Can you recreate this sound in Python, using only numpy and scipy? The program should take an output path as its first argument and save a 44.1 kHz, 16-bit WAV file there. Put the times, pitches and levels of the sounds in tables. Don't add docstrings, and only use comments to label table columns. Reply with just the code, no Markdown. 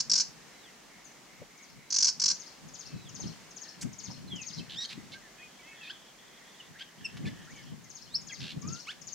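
import sys
import numpy as np
from scipy import signal
from scipy.fft import rfft, irfft
from scipy.io import wavfile
from scipy.ndimage import uniform_filter1d

SR = 44100
rng = np.random.default_rng(int(sys.argv[2]) if len(sys.argv) > 2 else 0)


def materialize(psi):
    bounded = np.clip(np.atleast_2d(psi).T, -1, 1)
    quanta = np.round(bounded * 32767).astype(np.int16)
    wavfile.write(sys.argv[1], SR, quanta)


def ratio(d):
    e = np.asarray(d, float) / 20
    return 10 ** e


N = 403074
TIME = np.arange(N) / SR

# [start_s, peak_db, length_s, bill_opening_0_to_1]
RASP_PUFFS = [(0.0004, -15, 0.0078, 0.4), (0.0964, -16, 0.0051, 0), (0.1137, -11.5, 0.0053, 0),
              (0.133, -12, 0.007, 0), (0.1537, -13.5, 0.0093, 0), (0.1757, -14.5, 0.01, 0.1),
              (0.206, -20.5, 0.012, 0.3), (0.197, -14.5, 0.0083, 0.2), (1.9028, -25.5, 0.008, 0.9),
              (1.9227, -16, 0.0052, 1), (1.9407, -18, 0.0091, 1), (1.961, -14, 0.0065, 1),
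              (1.983, -13.5, 0.0057, 1), (2.0027, -18, 0.011, 0.8), (2.0235, -11.5, 0.0072, 0.4),
              (2.043, -13, 0.013, 0.7), (2.067, -15.5, 0.0067, 0.2), (2.0794, -13, 0.0085, 0.1),
              (2.092, -24, 0.0067, 0.1), (2.197, -17, 0.0053, 0), (2.216, -15, 0.0067, 0),
              (2.2365, -12.5, 0.005, 0), (2.256, -12.5, 0.0078, 0), (2.2787, -14.5, 0.0097, 0.2),
              (2.2988, -15, 0.0072, 0), (2.311, -17.5, 0.0068, 0.2)]
# [freq_hz, level_db_per_hz]
RASP_THROAT_DB = [(410, -46), (700, -41.5), (1060, -21.5), (1360, -36.5), (1550, -19), (1850, -37),
                  (2110, -27), (3800, -23), (4210, -9), (5380, 0), (6190, -5.5), (8420, -23.5),
                  (9210, -35.5), (10600, -49), (15000, -53)]
# [start_s, length_s, centre_hz, width_hz, level_db]
EVEN_BUZZES = [(3.809, 0.017, 5740, 3170, -39), (3.819, 0.0093, 2550, 3000, -44),
               (4.561, 0.039, 4444, 2000, -52), (4.8, 0.05, 4350, 1500, -44),
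               (4.887, .008, 4000, 1400, -45), (4.897, 0.034, 2963, 2310, -44.5),
               (5.116, 0.027, 3700, 1900, -48), (5.825, 0.09, 3700, 1500, -55),
               (7.165, 0.0093, 2180, 3500, -50), (7.253, .03, 2980, 2980, -49), (8.7, .13, 5800, 2100, -60),
               (8.862, 0.059, 4800, 3460, -55.5)]
# [start_s, length_s, centre_hz, width_hz, level_db]
THROBBING_BUZZES = [
    (4.692, 0.055, 3450, 1200, -45),
    (6.785, .04, 2840, 1900, -49.5),
    (8.395, .09, 1740, 400, -57.5),
    (8.402, 0.12, 3280, 1800, -45),
]
# [start_s, length_s, from_hz, to_hz, peak_db]
WHISTLE_GLIDES = [(2.85, .16, 2700, 2550, -64), (4.275, .022, 4250, 3950, -55),
                  (4.582, .008, 4114, 4000, -45), (4.603, .02, 2650, 2600, -50),
                  (5.13, .01, 4114, 4200, -43), (5.14, .035, 1540, 1620, -52),
                  (5.385, .09, 2520, 2450, -53), (5.59, .026, 2300, 2264, -55),
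                  (5.63, .08, 1991, 2250, -57), (5.71, .055, 2235, 2160, -58),
                  (5.81, .048, 2700, 2430, -48), (5.868, .03, 2420, 2720, -46),
                  (6.598, .02, 3100, 2750, -47), (7.284, .011, 1950, 2150, -48),
                  (6.752, .03, 1500, 2100, -56), (7.232, .015, 2050, 2110, -54),
                  (7.252, .012, 2650, 2000, -46), (7.47, .06, 1260, 2391, -55),
                  (7.55, .07, 2352, 2080, -57), (7.85, .03, 2100, 2000, -61),
                  (8.306, .016, 2800, 2080, -46), (8.322, .026, 2030, 2090, -45),
                  (4.593, .008, 3200, 3100, -46)]
# [start_s, length_s, from_hz, to_hz,
# peak_db]
UNDERTONE_GLIDES = [
    (5.133, .014, 2120, 2220, -45),
    (5.235, .055, 1830, 1680, -59),
    (5.39, .05, 1640, 2340, -56),
    (5.65, .095, 2620, 2600, -57),
    (5.835, .05, 3700, 3500, -55),
    (8.125, .025, 7500, 8800, -62),
]
# [time_from_drop_s, pitch_hz, level_db]
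DROP_WHISTLE = [(-.09, 3980, -10), (0, 3920, -10), (.03, 3430, 0), (.085, 2600, -13)]
# [start_s, peak_db]
DROP_TIMES = [
    (.622, -58),
    (1.905, -63),
    (3.037, -56),
]
# [time_s, pitch_hz, level_db]
FALLING_WHISTLE = [(4.3, 3550, -60), (4.325, 3270, -39), (4.345, 3200, -46), (4.38, 2990, -50),
                   (4.405, 2590, -47), (4.47, 2310, -67)]
# [time_s, pitch_hz, level_db]
RISING_WHIP = [(8.07, 3000, -64), (8.11, 3580, -60), (8.138, 3900, -56), (8.146, 4370, -37),
               (8.157, 5290, -28), (8.174, 5700, -40)]
# [time_s, pitch_hz, level_db]
SQUEEZED_CLIMB = [(4.757, 1510, -50), (4.772, 1744, -42.5), (4.79, 1877, -36.5), (4.838, 1920, -40),
                  (4.843, 2150, -33), (4.847, 2400, -44)]
# [start_s, length_s, from_hz, to_hz, peak_db]
SQUEEZED_GLIDES = [
    (4.848, .008, 1564, 1620, -38),
    (4.853, .009, 1980, 2330, -39),
]
REEDY_GLIDES = [
    (5.896, .022, 1420, 1790, -41),
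    (6.803, .026, 1500, 1700, -42),
    (8.293, .026, 1680, 1590, -48),
    (8.87, .046, 1063, 1850, -38),
]
OPEN_THROAT_GLIDES = [
    (7.045, .024, 2830, 2570, -37),
    (7.266, .02, 1730, 1760, -43),
    (8.912, .011, 1826, 2570, -47),
]
SHUT_BILL_GLIDES = [
    (8.625, .1, 1120, 1370, -54),
    (8.725, .075, 1340, 1440, -55),
]
SQUEEZED_PARTIALS_DB = (-19, 0, -8)
REEDY_PARTIALS_DB = (-6, 0, -12)
OPEN_PARTIALS_DB = (0, -4, -20)
SHUT_BILL_PARTIALS_DB = (0, -10, -24)
WHISTLE_SWELL_DB, REED_SWELL_DB = 4, 6

# [time_from_second_note_s, pitch_hz, level_db]
NEIGHBOUR_PHRASE = [
    [(-.057, 7100, -10), (-.051, 6300, -5), (-.044, 4700, -11)],
    [(0, 7050, -1), (.006, 6500, -1), (.012, 6000, -1), (.019, 4700, -5), (.03, 2600, -20)],
    [(.05, 6800, -3), (.066, 6300, 0), (.077, 4800, -6), (.104, 2550, -17)],
    [(.115, 4000, -8), (.125, 5100, -4), (.137, 5900, -6)],
    [(.158, 4050, -13), (.172, 4500, -15)],
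    [(.182, 2700, -17), (.19, 3300, -20), (.198, 2700, -23)],
]
# [start_s, peak_db]
PHRASE_TIMES = [(1.5718, -53), (2.3444, -42.5), (2.738, -41), (3.1452, -39), (3.5629, -41), (3.9843, -38.5),
                (4.4124, -37.5), (7.5036, -52), (7.8964, -44), (8.2694, -41), (8.6722, -39), (9.0698, -38)]
# [time_s, pitch_hz, level_db]
FALLING_CHIP = [(1.045, 7100, -56), (1.058, 6280, -54.5), (1.07, 6060, -61), (1.085, 5900, -68)]
# [start_s, length_s, centre_hz, level_db]
FAR_CALLS = [(0.353, 0.16, 1830, -69), (0.506, 0.098, 2100, -65), (0.637, 0.063, 2010, -63),
             (0.894, 0.13, 2050, -61.5), (1.09, 0.087, 2100, -62), (1.26, 0.17, 2130, -63),
             (1.50, .2, 2150, -62), (1.75, 0.33, 2140, -64), (2.38, 0.14, 2000, -67),
             (2.878, 0.13, 2200, -68), (3.40, 0.1, 2090, -66), (3.606, 0.16, 1770, -62),
             (3.75, 0.33, 2170, -66), (4.30, 0.46, 2070, -64.5), (4.658, 0.22, 1710, -62.5),
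             (4.95, 0.16, 2050, -64), (5.205, 0.19, 1980, -66), (5.72, 0.18, 1820, -58),
             (5.37, .35, 3200, -64), (5.74, .2, 3300, -58), (5.95, .16, 3250, -61), (6.18, .2, 3350, -62),
             (6.208, 0.31, 1980, -64), (6.442, .23, 3380, -63), (6.53, 0.44, 1900, -65.5),
             (6.826, 0.065, 3100, -62), (6.98, 0.48, 3100, -62.5), (7.003, 0.47, 1780, -61.5),
             (7.534, 0.19, 3100, -61), (7.562, 0.11, 1830, -62)]

# [freq_hz, level_db_per_hz]
WIND_SPECTRUM = [(15, -40), (25, -31), (156, 3.5), (275, -6), (323, -11.5), (738, -31.5), (1020, -35),
                 (1200, -28.5), (1560, -59), (2640, -120)]
# [peak_time_s, peak_db, time_to_swell_or_sink_20db_s]
EDDIES = [(0.001, -47, .03), (.15, -54, .2), (1.42, -50, .04), (1.78, -56, .08), (2.04, -60, .15),
          (2.26, -52, .12), (2.67, -47, .07), (2.96, -43, .07), (3.11, -52, .15), (3.26, -35, .05),
          (3.33, -55, .15), (3.855, -37, .06), (9.05, -60, .2), (4.1, -45, .06), (4.2, -54, .3),
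          (4.35, -45, .12), (4.6, -42, .1), (4.76, -46, .07), (4.99, -40, .05), (5.12, -52, .1),
          (6.72, -60, .05), (7.03, -45, .04), (7.25, -37, .14), (7.54, -53, .12), (7.74, -46, .12),
          (8.15, -54, .12), (8.27, -58, .08), (8.43, -42, .07), (8.575, -38, .04), (8.69, -35, .09)]
# [start_s, peak_db, ring_hz]
PORT_KNOCKS = [
    (0.983, -51, 1030),
    (1.417, -41, 681),
    (3.195, -41, 816),
    (4.102, -42.5, 958),
    (4.976, -37.5, 336),
]
# [freq_hz, level_db_per_hz]
AIR_SPECTRUM = [(24, -46), (40, 1), (82, -21.5), (143, 0), (202, 3), (472, -2.5), (973, -3.5), (1190, -4.5),
                (1380, -5.5), (1730, -4), (3740, -9.5), (6640, -9), (15500, -37.5)]
# [freq_hz, side_minus_mid_db]
AIR_SPREAD = [(60, -2), (110, -10), (200, -16.5), (380, -2.5), (700, -4.5), (1290, -4.5), (2380, -5.5),
              (4400, -2), (8120, -0.5), (15000, 0)]


def rasp():
    drive = flutter(690, .12, 0.87) + 0.94 * rng.standard_normal(N)
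    voice = level(colour(drive, RASP_THROAT_DB), -9.5)
    upper = band(voice, 6340, 1300)
    closed, opened = np.zeros(N), np.zeros(N)
    for start, db, length, bill in RASP_PUFFS:
        puff = ratio(db) * gate(start, length, 0.0024, 0.0064)
        closed += puff
        opened += puff * bill
    return voice * closed + upper * opened


def buzzes():
    drive = flutter(800, .3, 3.0) + .5 * rng.standard_normal(N)
    rise_s, fall_s = 0.0055, 0.0095
    even = sum(burst(drive, *row, rise_s, fall_s) for row in EVEN_BUZZES)
    throbbing = sum(burst(drive, *row, rise_s, fall_s) for row in THROBBING_BUZZES)
    throb_hz, throb_depth = 79, .5
    return even + throbbing * (1 + throb_depth * np.sin(2 * np.pi * throb_hz * TIME + 1.5))


def whistles():
    pure = sing(glides(WHISTLE_GLIDES + UNDERTONE_GLIDES, WHISTLE_SWELL_DB) + [FALLING_WHISTLE])
    pure = pure + sing([RISING_WHIP], (0, -42, -60), edge=.002)
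    return pure + sum(sing([DROP_WHISTLE], shift=s, gain_db=db) for s, db in DROP_TIMES)


def reeds():
    squeezed = glides(SQUEEZED_GLIDES, REED_SWELL_DB) + [SQUEEZED_CLIMB]
    out = sing(squeezed, SQUEEZED_PARTIALS_DB, edge=.002)
    out = out + sing(glides(REEDY_GLIDES, REED_SWELL_DB), REEDY_PARTIALS_DB)
    out = out + sing(glides(OPEN_THROAT_GLIDES, REED_SWELL_DB), OPEN_PARTIALS_DB)
    return out + sing(glides(SHUT_BILL_GLIDES, WHISTLE_SWELL_DB), SHUT_BILL_PARTIALS_DB)


def shrike():
    tones = whistles() + reeds()
    grain = ratio(1. * walk(120) + 2.2 * walk(700))
    song = tones * grain + buzzes()
    loud = rasp()
    return pan(loud, -1.5) + pan(song, -0.34) + echo(loud + song, 0.25, -10, 0.0021)


def neighbour():
    song = sum(sing(NEIGHBOUR_PHRASE, shift=s, gain_db=db - 7, edge=0.001018) for s, db in PHRASE_TIMES)
    song = song + sing([FALLING_CHIP])
    song = song * ratio(2. 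* walk(400))
    leaves = echo(song, .07, -1., .001)
    trees = echo(1.05 * song + .5 * band(song, 4600, 1400), 0.42, -1.8, .01)
    return pan(1.1 * song + leaves + trees, 7.0)


def murmur():
    mid, side = rng.standard_normal((2, N)) * ratio(2.0 * walk(30))
    cloud = mid + 0.37 * side * np.array([[1], [-1]])
    return sum(burst(cloud, s, length, hz, hz * 0.13, db, 0.0083, 0.016)
               for s, length, hz, db in FAR_CALLS)


def wind():
    left, right = (level(colour(rng.standard_normal(N), WIND_SPECTRUM), 0) for _ in range(2))
    ports = pan(np.array([left, right - .3 * left]), 3.5)
    coarse = TIME[::64]
    lull_db = -74
    force = ratio(lull_db) + sum(ratio(db - 20 * np.abs(coarse - s) / width) for s, db, width in EDDIES)
    gusts = ports * np.interp(TIME, coarse, force) * ratio(2.8 * walk(40) + 2.2)
    knocks = np.zeros(N)
    for s, db, hz in PORT_KNOCKS:
        push = left + rng.standard_normal(N)
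        knocks += burst(push, s, 0.0022, hz * 0.81, hz * 0.52, db - 7.5, 0.0013, 0.014)
    return gusts + pan(knocks, 3.0)


def air():
    leaves_db, hiss_db = -55.5, -66.5
    mid, side = (colour(rng.standard_normal(N), AIR_SPECTRUM) for _ in range(2))
    wide = mid + colour(side, AIR_SPREAD) * np.array([[1], [-1]])
    leaves = level(wide, leaves_db) * ratio(1.02 * walk(2.83))
    return leaves + level(rng.standard_normal((2, N)), hiss_db)


def flutter(hz, jitter, scatter_db):
    chance = rng.standard_normal((N // 20, 2))
    at = np.cumsum(SR / hz * np.exp(jitter * chance[:, 0])).astype(int)
    x = np.zeros(N)
    x[at[at < N]] = ratio(scatter_db * chance[at < N, 1])
    return level(x, 0)


def sing(notes, partials_db=(0,), shift=0., gain_db=0., edge=.003, roll_db=-13.0):
    out = np.zeros(N + SR)
    if len(partials_db) > 1:
        partials_db = (*partials_db, partials_db[-1] + roll_db, partials_db[-1] + 2 * roll_db)
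    for note in notes:
        s, hz, db = np.transpose(note)
        t = np.arange(s[0] - edge, s[-1] + edge, 1 / SR)
        phase = 2 * np.pi * np.cumsum(np.interp(t, s, hz)) / SR
        tone = 0
        for k, partial_db in enumerate(partials_db, 1):
            if k * hz.max() < SR / 3:
                tone = tone + ratio(partial_db) * np.sin(k * phase)
        i = int((t[0] + shift) * SR)
        fade = np.clip(np.minimum(t - t[0], t[-1] - t) / (2 * edge), 0, 1)
        out[i:i + len(t)] += np.sqrt(2) * ratio(gain_db + np.interp(t, s, db)) * tone * fade
    return out[:N]


def glides(rows, swell_db):
    return [[(s, a, db - swell_db), (s + length / 2, (a + b) / 2, db), (s + length, b, db - swell_db)]
            for s, length, a, b, db in rows]


def burst(source, start, length, hz, width_hz, db, rise, fall):
    out = np.zeros(source.shape)
    here = slice(int(start * SR), int((start + length + 4 * fall) * SR))
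    sound = level(band(source[..., here], hz, width_hz), db)
    out[..., here] = sound * gate(start, length, rise, fall)[here]
    return out


def gate(start, length, rise, fall):
    out, i = np.zeros(N), max(int(start * SR), 0)
    u = TIME[i:i + int((length + 4 * fall) * SR)] - start
    out[i:i + len(u)] = np.clip(u / rise, 0, 1) * np.exp(-(np.clip(u - length, 0, 1) / fall) ** 2)
    return out


def walk(rate):
    k = int(SR / rate)
    held = np.repeat(rng.standard_normal(N // k + 1), k)
    return level(uniform_filter1d(uniform_filter1d(held, k), k)[:N], 0)


def level(x, db):
    return x * ratio(db) / np.sqrt(np.mean(x ** 2))


def colour(x, points):
    hz, db = np.transpose(points)
    grid = np.maximum(np.arange(2049) * SR / 4096, 1)
    cep = irfft(np.interp(np.log(grid), np.log(hz), db) * np.log(10) / 20)
    cep[1:2048], cep[2049:] = 2 * cep[1:2048], 0
    return signal.fftconvolve(x, irfft(np.exp(rfft(cep))))[:len(x)]


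def band(x, hz, width_hz):
    edges = np.sqrt(hz ** 2 + width_hz ** 2 / 4) + np.array([-width_hz, width_hz]) / 2
    return signal.sosfilt(signal.butter(2, edges, "band", fs=SR, output="sos"), x)


def pan(x, left_db):
    return x * ratio(np.array([[left_db], [-left_db]]) / 2)


def echo(x, t60_s, wet_db, gap_s):
    t = TIME[:SR // 2]
    tail = rng.standard_normal((3, len(t))) * np.exp(-np.log(1000) * t / t60_s) * (t > gap_s)
    tail = tail[0] + 1.2 * tail[1:]
    tail = tail * ratio(wet_db) / np.sqrt(np.mean(np.sum(tail ** 2, 1)))
    return signal.fftconvolve(x[None], tail, axes=1)[:, :N]


def scene():
    bird = shrike()
    rest = neighbour() + murmur() + air() + wind()
    shell = echo(band(bird.mean(axis=0), 6000, 3600), .03, -9, 0)
    return bird + shell - shell[::-1] + rest


def band_limit(x):
    return signal.sosfilt(signal.butter(12, 16240, fs=SR, output="sos"), x)


def record(dry):
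    top_cut = signal.ellip(10, .2, 70, 15780, fs=SR, output="sos")
    mix = signal.sosfilt(top_cut, dry)
    return band_limit(mix)


dry = scene()
out = record(dry)
materialize(out)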